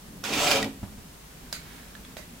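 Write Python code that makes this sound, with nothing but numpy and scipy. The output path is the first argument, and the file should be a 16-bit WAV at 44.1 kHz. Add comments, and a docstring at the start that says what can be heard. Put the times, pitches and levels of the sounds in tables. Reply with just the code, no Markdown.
"""A low hum and patchy handling rumble run throughout. A small blade is pushed once along a leather strap
on a wooden board: board and bench drone under the stroke while fibres part in a dense crackle. Midway the
edge squeals thinly, then the blade snaps off the end with a click. Fingers bump the board and the strap
is lifted. Last, a sleeve rustles and tools click at the bench, in a small room."""
import sys
import numpy as np
from scipy import signal
from scipy.fft import rfft, irfft, next_fast_len
from scipy.io import wavfile

SR = 44100
rng = np.random.default_rng(int(sys.argv[2]) if len(sys.argv) > 2 else 0)


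def waveform_to_disk(signal):
    """Save audio, clipped to [-1, 1], as 16-bit WAV at the path in sys.argv[1]."""
    frames = np.transpose(np.atleast_2d(signal))
    scaled = np.clip(frames, -1, 1) * 32767
    samples = np.round(scaled).astype(np.int16)
    wavfile.write(sys.argv[1], SR, samples)


N = 105840


def amp(db):
    """Decibels to gain."""
    return 10 ** (np.asarray(db) / 20)


def unit_rms(x):
    """x scaled to rms 1."""
    return x / np.sqrt(np.mean(x ** 2) + 1e-20)


def curve_db(rows):
    """Level per sample from (s, dB) rows; silent before and after."""
    times_s, levels_db = np.transpose(rows)
    return np.interp(np.arange(N) / SR, times_s, levels_db, left=-120, right=-120)


def at_hz(points, hz):
    """(Hz, value) points interpolated on a log frequency axis."""
    points_hz, values = np.transpose(points)
    return np.interp(np.log(hz + 1), np.log(points_hz + 1), values)


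def filtered(x, response):
    """x times a complex response of frequency."""
    size = next_fast_len(x.shape[-1] + SR // 2)
    hz = np.fft.rfftfreq(size, 1 / SR)
    return irfft(rfft(x, size) * response(hz), size)[..., :x.shape[-1]]


def shaped(x, response):
    """x through a response scaled to keep the power of white noise."""
    return filtered(x, lambda f: response(f) / np.sqrt(np.mean(np.abs(response(f)) ** 2)))


def coloured(x, spectrum):
    """x shaped by (Hz, relative dB) points."""
    return shaped(x, lambda f: amp(at_hz(spectrum, f)))


def resonant(x, modes):
    """x through parallel resonances of alternating sign."""
    def response(f):
        return sum((-1) ** k * amp(db) * 1j * f * width_hz / (hz * hz - f * f + 1j * f * width_hz)
                   for k, (hz, width_hz, db) in enumerate(modes))
    return shaped(x, response)


def lowpass_gain(hz, edge_hz):
    """Falls 24 dB per octave above the edge."""
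    return 1 / (1 + (hz / edge_hz) ** 4)


def decay(t, t60_s):
    """Falls 60 dB in t60_s."""
    return np.exp(-np.log(1000) * t / t60_s)


def ringing(modes, t):
    """Damped modes struck at once."""
    return sum(amp(db) * decay(t, t60_s) * np.sin(2 * np.pi * hz * t) for hz, db, t60_s in modes)


def add(track, start_s, x):
    """Mix x into the track."""
    i = round(start_s * SR)
    track[i:i + len(x)] += x[:N - i]


def grains(rate_per_s=11000, spread_db=4):
    """Tiny tears at random moments, a few much larger than the rest."""
    impulses = (rng.random(N) < rate_per_s / SR) * rng.choice([-1, 1], N)
    return unit_rms(impulses * amp(spread_db * rng.standard_normal(N)))


# Near reflections. Each row: frequency in Hz, gain in dB.
SCATTER_GAIN = [(400, -17), (900, -10), (2000, -8), (6000, -3), (15000, -2)]

def scattered(x, t60_s=0.025):
    """Nearby surfaces throw back a brief echo, opposite in sign left and right."""
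    t = np.arange(SR // 50) / SR
    echo = rng.standard_normal(len(t)) * decay(t, t60_s) * np.sqrt(t)
    reflected = np.convolve(x, echo / np.linalg.norm(echo))[:N]
    side = filtered(reflected, lambda f: amp(at_hz(SCATTER_GAIN, f)))
    return np.array([side, -side])


# Room decay. Each row: frequency in Hz, t60 in seconds.
ROOM_T60 = [(100, 0.083), (400, 0.21), (2000, 0.31), (6000, 0.24), (15000, 0.18)]

def in_room(x, room_db, pan_db=0, spill=None, build_s=0.0072):
    """Direct sound, near reflections and a tail fed by x or its off-axis spill; pan is left over right."""
    hz, t, noise = signal.stft(rng.standard_normal((2, SR // 2)), SR, nperseg=256)
    envelope = decay(t, at_hz(ROOM_T60, hz)[:, None]) * (1 - np.exp(-t / build_s))
    _, tail = signal.istft(noise * envelope, SR, nperseg=256)
    feed = x if spill is None else spill
    wet = signal.fftconvolve(feed[None], tail / np.linalg.norm(tail[0]), axes=1)[:, :N]
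    return (x + scattered(x) + amp(room_db) * wet) * amp([[pan_db / 2], [-pan_db / 2]])


# Handling rumble. Each row: time in seconds, level in dB.
RUMBLE_LEVEL = [(0, -53.5), (.07, -47.5), (.25, -46), (1.05, -49), (1.25, -54), (1.45, -49), (1.8, -51.5),
                (2.0, -48.5), (2.41, -50)]
# Rumble and hiss spectra. Each row: frequency in Hz, relative level in dB.
RUMBLE_SPECTRUM = [(20, -8), (45, 0.5), (65, -1.5), (95, -7), (125, -4.5), (160, 1.5), (205, -2), (265, -3),
                   (330, -11), (450, -12.5), (700, -26), (1500, -36)]
HISS_SPECTRUM = [(200, -3), (600, 3), (1000, 2), (2000, -1), (4000, -3.5), (8000, -4.5), (15500, -8.5)]

def background(mains_hz=49.6, mains_db=-56.5, hiss_db=-50):
    """Low mains hum and steady hiss, with patchy handling rumble that swells and dips."""
    noise = rng.standard_normal(N) + 0.3 * rng.standard_normal((2, N))
    rumble = amp(curve_db(RUMBLE_LEVEL)) * coloured(noise, RUMBLE_SPECTRUM)
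    mains = amp(mains_db) * np.sqrt(2) * np.sin(2 * np.pi * mains_hz * np.arange(N) / SR)
    hiss = amp(hiss_db) * coloured(rng.standard_normal((2, N)), HISS_SPECTRUM)
    return rumble + mains + hiss


# Board ring and bench drone. Each row: time in seconds, level in dB.
BOARD_LEVEL = [(.235, -57), (.245, -50), (.3, -45), (.37, -38), (.42, -28), (.5, -30), (.565, -30.5),
               (.6, -36), (.655, -48), (.7, -63), (.73, -78)]
BENCH_LEVEL = [(.23, -48), (.27, -43), (.32, -34), (.38, -38), (.43, -38.5), (.52, -33.5), (.56, -32),
               (.6, -39), (.665, -35), (.7, -51), (.75, -57)]
# Wood resonances. Each row: frequency in Hz, width in Hz, relative level in dB.
BOARD_MODES = [(552, 14, 3), (600, 13, 0), (672, 18, -4), (722, 14, 0), (756, 16, 1), (790, 18, -5),
               (974, 22, -7), (1245, 22, -9), (1318, 20, -7)]
BENCH_MODES = [(211, 12, -1), (270, 9, 2), (303, 12, -5), (333, 12, -8), (439, 14, -4)]
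# Broad noise bed under the drone. Each row: frequency in Hz, relative level in dB.
BED_SPECTRUM = [(40, -30), (75, -8), (105, -5), (150, -5.5), (210, -17), (350, 1), (600, -7), (950, -10),
                (1400, -32), (3000, -37)]

def board_drone(bed_db=-2):
    """The drag of the blade shakes the board and the bench under it."""
    bench_gain = amp(curve_db(BENCH_LEVEL))
    board = resonant(amp(curve_db(BOARD_LEVEL)) * grains(), BOARD_MODES)
    bench = resonant(bench_gain * grains(), BENCH_MODES)
    bed = amp(bed_db) * coloured(bench_gain * grains(), BED_SPECTRUM)
    return in_room(board, room_db=-8, pan_db=2) + in_room(bench + bed, room_db=-25)


# Tearing at the edge. Each row: time in seconds, level in dB.
CUT_LEVEL = [(.236, -51), (.24, -36.5), (.27, -35.5), (.315, -34.5), (.335, -30.5), (.385, -28.5),
             (.425, -28), (.495, -27.5), (.518, -23), (.545, -29.5), (.572, -27.5), (.6, -37), (.622, -38),
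             (.652, -44.5), (.675, -68), (.71, -61)]
# Brightness of the cut. Each row: time in seconds, treble gain in dB.
CUT_TREBLE = [(.23, 0.5), (.33, 1.5), (.43, 3.5), (.52, 3.5), (.57, 1), (.72, 2)]
# Parting fibres. Each row: frequency in Hz, relative level in dB.
FIBRE_SPECTRUM = [(300, -10), (800, -2.5), (1300, -2), (1830, -5.5), (2400, 0), (3000, 0), (4800, -7),
                  (5700, -7), (7700, -10), (8600, -17), (11000, -18.5), (15500, -22.5)]
# Blade resonances. Each row: frequency in Hz, width in Hz, relative level in dB.
BLADE_MODES = [(2338, 30, 2), (2387, 30, 2), (2616, 30, 0), (2850, 60, -3), (3690, 90, -5), (4070, 40, -5),
               (4610, 120, -7), (5105, 40, -3), (6225, 60, -7), (6835, 30, -6)]
# Tough fibres snapping. Each row: start in seconds, level in dB.
FIBRE_SNAPS = [(0.337, -19), (0.473, -17.5), (0.4775, -17), (.5141, -11.5), (0.526, -22), (0.5582, -21)]
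# Ring of a snap. Each row: frequency in Hz, relative level in dB, t60 in seconds.
FIBRE_SNAP_MODES = [(2422, -9, 0.044), (3160, -3, 0.0047), (4800, 2, 0.0042), (9000, -18, 0.00082)]

def cut(blade_db=-17, treble_hz=5940):
    """Fibres part at the edge and ring the blade; a few tough ones snap, and the edge squeals."""
    tears = amp(curve_db(CUT_LEVEL)) * grains()
    crackle = coloured(tears, FIBRE_SPECTRUM) + amp(blade_db) * resonant(tears, BLADE_MODES)
    lows = filtered(crackle, lambda f: lowpass_gain(f, treble_hz))
    crackle = lows + amp(curve_db(CUT_TREBLE)) * (crackle - lows)
    snap = ringing(FIBRE_SNAP_MODES, np.arange(SR // 20) / SR)
    for start_s, db in FIBRE_SNAPS:
        add(crackle, start_s, amp(db) * snap)
    squeals = sum(squeal(*row) for row in EDGE_SQUEALS)
    return in_room(crackle + squeals, room_db=-6.5, pan_db=-3)


# Hard tool contacts. Each row: start in seconds, level in dB, crack t60 in seconds, low and high edge
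# in Hz, ring in Hz, ring in dB, ring t60 in seconds, knock in dB, pan in dB, room in dB.
TOOL_CLICKS = [(0.239, -29, 0.025, 1190, 7000, 1483, -5, 0.077, -12, -8.5, 2.5),
               (.628, -21, 0.01, 1600, 7400, 1930, -4.5, 0.059, -36, -2.5, -9.5),
               (0.644, -29, 0.019, 1500, 4430, 3450, -7, 0.038, -3, 2, -9),
               (1.5272, -21.5, 0.01, 1610, 8550, 4910, -3, 0.015, -11, -4, 0.5),
               (1.9517, -42, 0.013, 1300, 3800, 1695, 3.5, 0.047, -2, -6, -5),
               (2.0497, -38, 0.0083, 1600, 3800, 3420, -7, .03, -23, -2, -3),
               (2.168, -35.5, 0.025, 900, 5070, 616, -1, 0.025, -10, -5.5, 3)]
# Wooden handle. Each row: frequency in Hz, relative level in dB, t60 in seconds.
HANDLE_MODES = [(632, -3.5, 0.022), (1554, -5, 0.041)]
# What a contact radiates into the room. Each row: frequency in Hz, relative level in dB.
SPILL_SPECTRUM = [(250, -11), (600, -0.5), (1000, -4), (1600, 5), (3500, 0), (6000, 0), (9000, -3),
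                  (10500, -8.5), (13000, -4), (15500, -7)]

def tool_clicks(attack_s=0.00015, crack_top_db=-20.5, direct_spill_db=-6):
    """Each contact is a short crack, one brief ring and a knock of the wooden handle."""
    out, t = np.zeros((2, N)), np.arange(SR // 5) / SR
    for (start_s, db, crack_t60_s, low_hz, high_hz,
         ring_hz, ring_db, ring_t60_s, knock_db, pan_db, room_db) in TOOL_CLICKS:
        def band(f):
            return f / np.hypot(f, low_hz) * (lowpass_gain(f, high_hz) + amp(crack_top_db))
        crack = shaped(rng.standard_normal(len(t)), band) * decay(t, crack_t60_s)
        ring = ringing([(ring_hz, ring_db, ring_t60_s)], t)
        knock = amp(knock_db) * ringing(HANDLE_MODES, t)
        onset = amp(db) * (1 - np.exp(-t / attack_s))
        direct, blow = np.zeros(N), np.zeros(N)
        add(direct, start_s, onset * (crack + ring + knock))
        add(blow, start_s, [np.linalg.norm(onset * decay(t, crack_t60_s))])  # impulse of equal energy
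        spill = coloured(blow, SPILL_SPECTRUM) + amp(direct_spill_db) * direct
        out += in_room(direct, room_db, pan_db, spill)
    return out


# Mid-stroke squeals. Each row: centre and half length in seconds, pitch in Hz, rise in Hz per second,
# width in Hz, level in dB.
EDGE_SQUEALS = [(0.42, 0.039, 1325, 0, 60, -35), (0.443, 0.029, 7750, 5000, 350, -33.5)]

def squeal(centre_s, half_length_s, hz, rise_hz_per_s, width_hz, db):
    """A narrow wavering band swells and fades as the edge rubs."""
    t = np.arange(N) / SR - centre_s
    waver = unit_rms(filtered(rng.standard_normal(N), lambda f: np.exp(-np.square(f / width_hz))))
    swell = amp(db) * np.exp(-np.square(t / half_length_s))
    return swell * waver * np.sin(2 * np.pi * (hz * t + rise_hz_per_s * t * t / 2))


# Soft bumps on the board. Each row: start in seconds, level in dB.
BOARD_BUMPS = [(0.417, -29), (0.621, -26.5), (0.64, -28), (0.676, -34.5), (0.8296, -22.5), (0.841, -30.5),
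               (.879, -37.5), (0.922, -38), (0.981, -35), (1.059, -48), (2.168, -40), (2.222, -45)]
# Thud of the board. Each row: frequency in Hz, relative level in dB, t60 in seconds.
THUD_MODES = [(81, -15.5, 0.18), (113, -1.5, .06), (206, -3, 0.099), (415, -14, 0.034)]
# Skin and leather meeting wood. Each row: frequency in Hz, relative level in dB.
PAT_SPECTRUM = [(200, -6), (500, 0.5), (900, 0), (1500, -10), (3000, -15.5), (8000, -27)]

def bumps(attack_s=0.0018, pat_db=-18, pat_t60_s=0.098):
    """Hand and strap knock dully on the board, each with a soft pat."""
    out, t = np.zeros(N), np.arange(SR // 4) / SR
    thud = (1 - np.exp(-t / attack_s)) * ringing(THUD_MODES, t)
    for start_s, db in BOARD_BUMPS:
        pat = amp(pat_db) * decay(t, pat_t60_s) * coloured(rng.standard_normal(len(t)), PAT_SPECTRUM)
        add(out, start_s, amp(db) * (thud + pat))
    return in_room(out, room_db=-25)


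# Sleeve rustle. Each row: time in seconds, level in dB.
SLEEVE_LEVEL = [(1.3, -62.5), (1.48, -60.5), (1.62, -56), (1.7, -52), (1.8, -53.5), (1.9, -60.5),
                (2.1, -61.5), (2.4, -64)]
# Brushing cloth. Each row: frequency in Hz, relative level in dB.
CLOTH_SPECTRUM = [(200, 5), (600, -3), (1800, -1.5), (3500, -7), (7500, -14), (15000, -13)]

def sleeve():
    """Cloth brushes softly as the arm reaches across."""
    rustle = amp(curve_db(SLEEVE_LEVEL)) * coloured(grains(), CLOTH_SPECTRUM)
    return in_room(rustle, room_db=0, pan_db=-3.5)


def scene():
    """Everything at the bench, in stereo."""
    return background() + board_drone() + cut() + tool_clicks() + bumps() + sleeve()


def record(dry):
    """Nothing passes above the band limit."""
    return filtered(dry, lambda hz: hz < 15850)


dry = scene()
out = record(dry)
waveform_to_disk(out)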